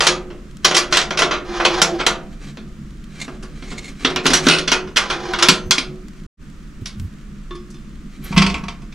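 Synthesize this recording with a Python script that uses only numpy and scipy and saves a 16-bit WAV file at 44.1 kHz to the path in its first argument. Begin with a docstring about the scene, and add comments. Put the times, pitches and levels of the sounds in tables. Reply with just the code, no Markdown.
"""Under a timber shelter at night: a steel pressure canner beside a fluttering, crackling wood fire.
A hand unscrews the clamps; they rattle, swing down on grinding hinges and knock the pot into ringing.
The gasket hisses, then the lid comes free with a hollow boom and a low gust, and chatters on the rim.
Blows are decaying modes and noise, friction is trains of slips. Loud blows overload the microphone."""
import sys
import numpy as np
from scipy import signal
from scipy.fft import rfft, irfft
from scipy.io import wavfile

SR = 44100
rng = np.random.default_rng(int(sys.argv[2]) if len(sys.argv) > 2 else 0)


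def transcribe(u):
    """Save the signal u as a 16-bit wav file named by the first command-line argument.

    u: samples, shape (n,) or (channels, n), limited to [-1, 1]; the rate is SR.
    q: integer samples, one column per channel.
    """
    v = np.clip(np.atleast_2d(u).T, -1, 1)
    q = np.round(v * 32767).astype(np.int16)
    wavfile.write(sys.argv[1], SR, q)


N = 394254
RING = 32768  # samples per blow
T, TIME = np.arange(RING) / SR, np.arange(N) / SR

# strongest modes of pot and front clamp: f/Hz, level/dB, t60/s
POT_MODES = [(162.7, -28, 0.78), (333, -22, 0.15), (365.6, -22.5, 1), (457.4, -24.5, 0.39),
             (622, -29.5, 0.33), (1047, -19.5, 0.25), (1150, -22, .22), (1372, -15.5, 0.15),
             (2166, -19.5, 0.18), (3130, -25, 0.13), (3430, -17.5, 0.23), (4210, -22.5, .13)]
FRONT_CLAMP_MODES = [(353, -16.5, 0.57), (521, -25, 0.55), (604, -24, 0.51), (674, -24, 0.52),
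                     (755, -25, 0.51), (1507, -16.5, 0.15), (1990, -13.5, 0.098), (3130, -8, 0.079),
                     (3800, -32.5, 0.09), (4050, -20, 0.18), (5900, -21.5, 0.2), (6800, -25, 0.22)]
# spectrum of the pot's crowd of weak modes: f/Hz, level/dB
POT_SPECTRUM = [(70, -35.5), (115, -23), (155, -17.5), (255, -11), (350, -6.5), (470, -7), (820, -8),
                (1380, -1), (1720, -6), (3200, -2.5), (6000, -8.5), (8200, -20.5), (9600, -21.5),
                (15500, -58.5)]


def gain_of(db):
    """Decibels to amplitude."""
    return 10 ** (np.asarray(db) / 20)


def unit_rms(x):
    """Scales to rms 1."""
    return x / np.sqrt(np.mean(x ** 2) + 1e-20)


def value_at(points, hz):
    """Interpolates (f/Hz, value) points over log frequency."""
    f, value = np.transpose(points)
    return np.interp(np.log(hz + 1), np.log(f + 1), value)


def coloured(x, spectrum):
    """Filters x by (f/Hz, level/dB) points; rms 1."""
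    hz = np.fft.rfftfreq(x.shape[-1], 1 / SR)
    return unit_rms(irfft(rfft(x) * gain_of(value_at(spectrum, hz)), x.shape[-1]))


def envelope(t_s, db):
    """Gain curve, silent outside its span."""
    return gain_of(np.interp(TIME, t_s, db, left=-120, right=-120))


def decay(t60_s):
    """Exponential decay."""
    return gain_of(-60 * T / t60_s)


def add(mix, t_s, sound):
    """Mixes a sound in at t_s."""
    part = mix[:, max(round(t_s * SR), 0):][:, :sound.shape[-1]]
    part += sound[..., :part.shape[1]]


def noise(size, spread):
    """Stereo noise: a shared part plus a smaller opposed part."""
    mid, side = rng.standard_normal((2, size))
    return np.array([mid + spread * side, mid - spread * side])


def slips(per_s, uneven_db, t60_s):
    """Random train of tiny impulses, each with a short noisy ring."""
    sizes = gain_of(uneven_db * np.minimum(rng.exponential(1, N), 4)) * rng.choice([-1, 1], N)
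    train = sizes * (rng.random(N) < per_s / SR)
    ring = noise(RING, spread=0.15) * decay(t60_s)
    return signal.oaconvolve(train[None], ring, axes=1)[:, :N]


def hand_motion(moves):
    """Gain curve with one bell-shaped swell per move."""
    return sum(gain_of(db) * np.exp(-2 * ((TIME - t_s) / width_s) ** 2) for t_s, width_s, db in moves)


def fire(flutter_db=-36, roar_db=-38.5, lick_db=2, hiss_db=-48, spark_db=-9):
    """Flames flutter, roar in uneven licks and hiss; a few sparks snap."""
    # flame spectra: f/Hz, level/dB
    flutter = [(5, -6), (15, -5), (35, 2.5), (50, -7.5), (70, -8), (105, -34.5), (200, -61)]
    roar = [(70, -51), (112, -36), (138, 4), (170, -5), (210, 3.5), (255, -11), (310, -9.5), (365, -16.5),
            (440, -27.5), (540, -35), (700, -39), (1500, -64)]
    hiss = [(300, 11.5), (850, -6.5), (1200, 6), (2200, -0.5), (4400, -7), (7000, -8.5), (9800, -17),
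            (12500, -33.5), (15500, -57)]
    # sparks: t/s, level/dB re spark_db
    sparks = [(0.5698, -27.5), (6.0836, -29), (6.5, -35.5), (6.998, -22.5)]
    licks = coloured(rng.standard_normal(N), [(1, -10), (6, 16.5), (14, -18), (40, -61.5), (200, -120)])
    out = coloured(noise(N, spread=0.18), flutter) * gain_of(flutter_db)
    out += coloured(noise(N, spread=0.07), roar) * gain_of(roar_db + lick_db * licks)
    out += coloured(noise(N, spread=0.59), hiss) * gain_of(hiss_db)
    for t_s, db in sparks:
        snap = coloured(noise(RING, spread=0.4), [(500, -7), (2500, 3), (8000, -2), (15000, -21.5)])
        add(out, t_s, gain_of(db + spark_db) * snap * (decay(0.017) + 0.096 * decay(0.1)))
    return out


def embers(db=-66):
    """Tiny dry crackles of burning wood."""
    crackles = slips(per_s=14, uneven_db=3.5, t60_s=0.024)
    return gain_of(db) * coloured(crackles, [(500, -9.5), (2500, 3), (8000, -3), (15000, -21)])


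def strike(body, colour, modes, contact_ms, register_db, crowd_db,
           alike=0.57, crack=0.47, crack_t60_s=0.041, tail=0.45, tick_db=0):
    """Blow on steel: a tick, a crowd of weak modes dying register by register, a few clear modes."""
    # steel's thud, clang, ring and sparkle registers: f/Hz, t60/s
    registers = [(270, 0.75), (900, 0.36), (3600, 0.22), (11000, 0.17)]
    centres_hz, t60s_s = np.transpose(registers)
    hz = np.fft.rfftfreq(RING, 1 / SR)
    # each blow hits another spot: only part of the ring repeats, other resonances stand out
    crowd = alike * body + np.sqrt(1 - alike ** 2) * noise(RING, spread=0.28)
    spot_db = 3.5 * value_at(np.c_[np.geomspace(200, 16000, 70), rng.standard_normal(70)], hz)
    spectrum = rfft(coloured(crowd, colour)) * unit_rms(gain_of(spot_db))
    out = np.zeros((2, RING))
    for weights, t60_s, db in zip(np.eye(len(registers)), t60s_s, register_db):
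        band = irfft(spectrum * value_at(np.c_[centres_hz, weights], hz))
        out += gain_of(db + crowd_db) * band * (crack * decay(crack_t60_s) + tail * decay(t60_s))
    for f_hz, db, t60_s in modes:
        excited_db = db + value_at(np.c_[centres_hz, register_db], f_hz) + 2 * rng.standard_normal()
        out += gain_of(excited_db) * decay(t60_s) * np.sin(2 * np.pi * (f_hz * T + rng.random()))
    out *= np.minimum(T * 1000 / contact_ms, 1)
    # shorter contact, louder tick
    tick = coloured(noise(RING, spread=0.5), [(1000, -18), (4000, 12), (10000, -11.5), (16000, -27.5)])
    return out + gain_of(tick_db) / max(contact_ms, 1) ** 2 * tick * decay(0.0032)


def rattle(bounce, rattle_ms, count=9, gap_s=0.011, db=-3):
    """A loose part bounces at uneven gaps, fading over about rattle_ms."""
    times_s = gap_s * np.cumsum(rng.uniform(0.5, 1.5, count))
    out = np.zeros((2, RING))
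    for t_s, sign in zip(times_s, rng.choice([-1, 1], count)):
        fade = np.exp(-(t_s * 1000 / rattle_ms) ** 2)
        add(out, t_s, sign * gain_of(db) * fade * bounce)
    return out


def clamps(side_from_s=2.3, handle_from_s=7.2):
    """Front clamp, side clamp, then lid handle knock on the closed pot and ring with it."""
    # knocks: t/s, level/dB, contact/ms, rattle/ms, thud/dB, clang/dB, sparkle/dB
    knocks = [(0.006, -9, 0.41, 63, -2.5, 4, 2), (0.067, -2, 3.9, 12, -2.5, -3, 5.5),
              (0.301, -36.5, 5.8, 6.4, 20, 8, -22), (0.645, -1.5, 5.5, 12.4, -4.5, -1.5, 3.5),
              (0.709, -15.5, 3.9, 9.1, 8.5, 9.5, 2), (0.744, -3, 8.2, 26, -10.5, -3.5, 6.5),
              (0.765, -3.5, 4.3, 19, -6.5, -1, 7), (0.925, -6, 1.3, 83, -5, -1, -0.5),
              (0.9701, -7, .6, 16, -8, 1, 4.5), (1.013, -15.5, 2, 8, 1.5, -4.5, -7),
              (1.107, -15, 1.4, 15, 4, 5.5, -8), (1.173, -10.5, 2.1, 8, -11.5, -5.5, -5),
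              (1.187, -9.5, 4.4, 19, -1, 6.5, 5.5), (1.22, -9, 1.1, 20, 7, 4, -4),
              (1.308, -13, 7.8, 45, 3.5, 5.5, -13), (1.599, -20, 2.5, 11, -2.5, 16.5, -9.5),
              (1.650, -3.5, 1.4, 8.2, -5.5, -1.5, -4), (1.817, -2.5, 0.63, 3.6, -10.5, -2.5, 8.5),
              (1.995, -14.5, 10, 20, 5, 5, -32), (2.065, -5, 1.3, 5.7, -1, 1.5, 5),
              (2.572, -34, .8, 7.1, 15, 2, -8), (3.279, -41, 1.5, 12, 24, 16, 5),
              (3.424, -35.5, 9.1, 13, 15.5, 9.5, 15.5), (3.622, -33, 3.5, 7.1, 13.5, -1, -5),
              (3.712, -30.5, 6.2, 22, 14.5, 4, 5), (4.047, -8, 2.8, 8, 4.5, -2, -8.5),
              (4.103, -27, 0.6, 5.6, 15, 8, 2.5), (4.161, -10, .7, 6.1, 2, 0, -12),
              (4.256, -8.5, 1, 7.3, 7.5, 3.5, -20), (4.265, -5.5, 0.5, 11, -5, -20.5, 3),
              (4.303, -11.5, 1.7, 24, 12.5, -2, -1), (4.334, -4.5, 1.4, 35, -16, -1.5, 8),
              (4.467, -7, 1.1, 8.7, 12, 4.5, -1), (4.484, -2, 2.5, 68, -3, -4, -1.5),
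              (4.584, -11, 2, 8, -17.5, -8, -2), (4.675, -2.5, 6, 7.1, -9.5, -10.5, -8),
              (4.717, -5.5, 1.4, 18, 0.5, 2, 1.5), (4.872, -35, 3.4, 9, -2, 7, -11.5),
              (4.960, -6.5, 3, 5.9, -9, -5, -3), (4.969, -5.5, 1.3, 10, -11.5, 2, 4),
              (5.099, -14.5, 3.5, 35, 0, 5, -4), (5.336, -15, 0.46, 4.1, -8.5, 6, -15.5),
              (5.386, -12, 3.1, 10, -13.5, 0.5, -2.5), (5.423, -2.5, 5.5, 8.3, -13, -1.5, 5),
              (5.486, 4, 0.47, 4.5, -5, -6.5, 2.5), (5.709, -1.5, .9, 13, -14.5, -7.5, 4),
              (5.780, -8, 2.4, 4.2, 0, -11, -0.5), (6.856, -21.5, 4.4, 15, -15, -10, 8),
              (7.508, -31, 1.8, 5, -4.5, 4, -15), (7.550, -32, 5, 8.9, 0.5, -4, 5),
              (7.701, -50, 3, 8.7, -3, -16, 30), (7.742, -39, 3, 8, -18, -8, 9)]
    # modes: f/Hz, level/dB, t60/s
    side_modes = [(258, -11.5, 0.14), (369, -26, 1.1), (1433, -19.5, 0.26), (1520, -12.5, 0.099),
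                  (2840, -17, 0.09), (3320, -18.5, 0.15), (4155, -24, 0.23), (4450, -23.5, 0.22),
                  (5700, -21.5, .12), (5950, -26, 0.16), (6180, -45, 0.7), (9140, -35.5, 0.25)]
    handle_modes = [(355, 7.5, 0.43), (1107, -6, 0.23), (1197, -7, 0.19), (1735, -12, 0.13),
                    (3540, -8.5, 0.21), (5120, -18, 0.32)]
    out, body = np.zeros((2, N)), noise(RING, spread=0.26)
    for t_s, db, contact_ms, rattle_ms, thud_db, clang_db, sparkle_db in knocks:
        if t_s < side_from_s:
            modes, crowd_db = FRONT_CLAMP_MODES, 0
        elif t_s < handle_from_s:
            modes, crowd_db = side_modes, 0
        else:
            modes, crowd_db = handle_modes, -6
        register_db = [thud_db, clang_db, 0, sparkle_db]
        blow = strike(body, POT_SPECTRUM, POT_MODES + modes, contact_ms, register_db, crowd_db)
        # bounces glance off: little ring
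        bounce = strike(body, POT_SPECTRUM, [], contact_ms, register_db, crowd_db,
                        alike=0.61, crack=0.43, crack_t60_s=0.064, tail=0.34, tick_db=-15.5)
        add(out, t_s, gain_of(db) * (blow + rattle(bounce, rattle_ms)))
    return out


def fingers():
    """Skin and sleeve rub on knobs and lid."""
    # strokes: centre t/s, width/s, level/dB
    strokes = [(0.64, .012, -38), (0.926, .02, -30.5), (2.33, 0.035, -44.5), (2.463, 0.08, -38.5),
               (3.227, 0.16, -40.5), (3.69, 0.21, -40), (3.883, 0.091, -40.5), (4.039, .07, -34),
               (4.257, .02, -23.5), (4.455, .03, -21.5), (6.184, 0.032, -48.5), (8.15, 0.057, -45.5),
               (8.289, 0.074, -34)]
    # rubbing skin: f/Hz, level/dB
    skin = [(200, 10), (900, -5), (1300, 0), (2100, 3), (4300, -4), (5500, -4.5), (8000, -10), (11000, -22),
            (15500, -41)]
    return coloured(slips(per_s=1600, uneven_db=5.5, t60_s=0.15), skin) * hand_motion(strokes)


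def hinges(held_t60_ratio=0.43):
    """A dry hinge grinds; its slips set low, hand-damped modes of pot and clamp groaning."""
    # one list per clamp swing: t/s, grind level/dB, groan level/dB
    swings = [
        [(1.45, -41, -36.5), (1.576, -26.5, -28.5), (1.636, -28, -21), (1.696, -32, -20), (1.746, -19, -23),
         (1.804, -25, -22.5), (1.956, -38.5, -24), (2.02, -24, -38)],
        [(5.02, -28.5, -37), (5.124, -29, -38), (5.18, -32, -29), (5.48, -28, -26.5)],
    ]
    friction = slips(per_s=900, uneven_db=4, t60_s=0.093)
    through_pot = coloured(friction, POT_SPECTRUM)
    grind = coloured(through_pot, [(300, -17), (700, 6), (1400, -2.5), (6000, -10), (14000, -20.5)])
    ring = sum(gain_of(db) * decay(t60_s * held_t60_ratio) * np.sin(2 * np.pi * (hz * T + rng.random()))
               for hz, db, t60_s in POT_MODES + FRONT_CLAMP_MODES if 300 < hz < 900)
    groan = unit_rms(signal.oaconvolve(friction, ring[None], axes=1)[:, :N])
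    out = np.zeros((2, N))
    for swing in swings:
        t_s, grind_db, groan_db = np.transpose(swing)
        out += grind * envelope(t_s, grind_db) + groan * envelope(t_s, groan_db)
    return out


def screws():
    """Each turn of a knob scrapes its thread in a run of slips."""
    # turns: centre t/s, width/s, level/dB
    turns = [(3.227, 0.033, -28), (3.71, .05, -37), (3.788, 0.017, -32), (3.845, .025, -39.5),
             (3.882, 0.025, -36)]
    # thread resonances: f/Hz, level/dB
    thread = [(300, -6.5), (1200, -9), (1600, -13), (2200, 7.5), (3000, -7.5), (4100, 1), (5200, -10.5),
              (6800, -2.5), (9500, -14.5), (15000, -42)]
    return coloured(slips(per_s=610, uneven_db=4.5, t60_s=0.044), thread) * hand_motion(turns)


def handling():
    """The carried microphone takes soft bumps: swells of low noise."""
    # bumps: t/s, level/dB, f/Hz, length/s
    bumps = [(5.643, -25.5, 67, .06), (6.802, -24.5, 130, 0.042), (6.947, -23, 87, 0.16)]
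    out = np.zeros((2, N))
    for t_s, db, hz, length_s in bumps:
        swell = signal.windows.hann(int(length_s * SR))
        low = coloured(noise(RING, spread=0.1), [(hz / 4, -25), (hz, 0), (hz * 2, -16), (hz * 8, -60)])
        add(out, t_s, gain_of(db) * low[:, :len(swell)] * swell)
    return out


def gasket():
    """Thin hiss as the gasket parts from the rim."""
    # hiss spectrum: f/Hz, level/dB
    hiss = [(8000, -32.5), (11000, -12.5), (11800, -5), (12900, -13.5), (14000, -33)]
    # hiss envelope: t/s, level/dB
    release = [(8.225, -69), (8.245, -36), (8.272, -51.5), (8.32, -66)]
    return coloured(noise(N, spread=0.5), hiss) * envelope(*np.transpose(release))


def lid(thud_db=-3):
    """The freed lid rocks on the rim; the knocks peak early, then weaken."""
    # knocks: t/s, level/dB, contact/ms, clang/dB, sparkle/dB
    knocks = [(8.323, -24, 5.1, 10, -2), (8.362, -10.5, 8, 6, -3), (8.374, -0.5, 5, -8, 0),
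              (8.418, -3.5, 3.5, -5.5, -3), (8.463, -9.5, 2, -4, -1), (8.499, -17, 2.8, -4, -1),
              (8.541, -15, 2.1, 2.5, -4), (8.576, -33, 6, 9, 6), (8.636, -30, 3.3, 10, 5),
              (8.682, -18, 2.2, -1.5, -4), (8.817, -41.5, 3, 7.5, 13), (8.922, -32, 5, -8, -3)]
    # strongest lid modes: f/Hz, level/dB, t60/s
    modes = [(693, -19, 0.28), (933, -15.5, 0.15), (1076, -17, 0.24), (1130, -14.5, 0.13),
             (1332, -21, 0.27), (2015, -18.5, 0.22), (2220, -31, 0.26), (2590, -15, 0.14),
             (3090, -20, 0.18), (3380, -13, 0.075), (4450, -34, 0.17), (5200, -38, .28)]
    # crowd of weak lid modes: f/Hz, level/dB
    spectrum = [(100, -27.5), (300, -6), (600, -15), (1070, -5.5), (1750, -10), (2300, -3.5), (3450, -10),
                (5700, -10.5), (6600, -18.5), (9000, -25.5), (15500, -61)]
    out, body = np.zeros((2, N)), noise(RING, spread=0.34)
    for t_s, db, contact_ms, clang_db, sparkle_db in knocks:
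        blow = strike(body, spectrum, modes, contact_ms, [thud_db, clang_db, 0, sparkle_db],
                      crowd_db=-3, alike=0.76, tail=0.42, tick_db=-16)
        add(out, t_s, gain_of(db) * blow)
    return out


def booms():
    """A dropping clamp or the freed lid pushes on the pot's hollow; its low modes ring and beat."""
    # pushes: t/s, level/dB, rise/ms
    pushes = [(1.82, -20.5, 1.7), (5.488, -15.5, 2.8), (8.307, -18, 2.7), (8.361, -1, 16),
              (8.417, -14.5, 10.3), (8.628, -21, 9.8)]
    # cavity modes: f/Hz, level/dB, t60/s
    modes = [(139, -41, 0.26), (167.7, -4, 0.47), (194.4, -4, 0.48), (240, -12, 0.19)]
    out = np.zeros((2, N))
    for t_s, db, rise_ms in pushes:
        rise_s = rise_ms / 1000
        ring = sum(gain_of(mode_db) * decay(t60_s) * np.cos(2 * np.pi * hz * (T - rise_s))
                   for hz, mode_db, t60_s in modes)
        add(out, t_s, gain_of(db) * ring * np.minimum(T / rise_s, 1) ** 2)
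    return out


def gust(start_s=8.335, rise_s=0.024, t60_s=0.85, db=-14):
    """Lifting the lid draws in a low gust of air."""
    # inrushing air: f/Hz, level/dB
    air = [(10, -10.5), (30, -8), (48, 11.5), (75, -2), (110, -14.5), (160, -10), (220, -8), (400, -25.5),
           (1500, -53)]
    age_s = np.maximum(TIME - start_s, 0)
    swell = np.minimum(age_s / rise_s, 1) * gain_of(db - 60 * age_s / t60_s)
    return coloured(noise(N, spread=0.15), air) * swell


def scene():
    """Canner and fire in stereo; the left channel is slightly later and quieter."""
    # left microphone's lag: f/Hz, phase/rad
    lag = [(300, 0.037), (1000, .08), (3000, 0.49), (5250, 0.39), (9000, 0.12), (15000, 0.57)]
    canner = clamps() + lid() + gasket() + booms() + gust() + hinges() + fingers() + screws()
    left, right = canner + handling() + fire() + embers()
    lag_rad = value_at(lag, np.fft.rfftfreq(N, 1 / SR))
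    left = irfft(rfft(left) * np.exp(-1j * lag_rad), N)
    return np.array([left * gain_of(-0.86), right * gain_of(0.1)])


def record(dry, knee=0.65, cutoff_hz=15700):
    """Overload rounds the peaks; the sound drops out once, briefly; the top is cut."""
    linear = np.clip(dry, -knee, knee)
    rounded = linear + (1 - knee) * np.tanh((dry - linear) / (1 - knee))
    dropout = np.interp(TIME, [6.264, 6.266, 6.372, 6.39, 6.425], [1, 0, 0, 0.2, 1])
    low_pass = signal.firwin(511, cutoff_hz, window=("kaiser", 8), fs=SR)
    return signal.oaconvolve(rounded * dropout, low_pass[None], "same", axes=1)


dry = scene()
out = record(dry)
transcribe(out)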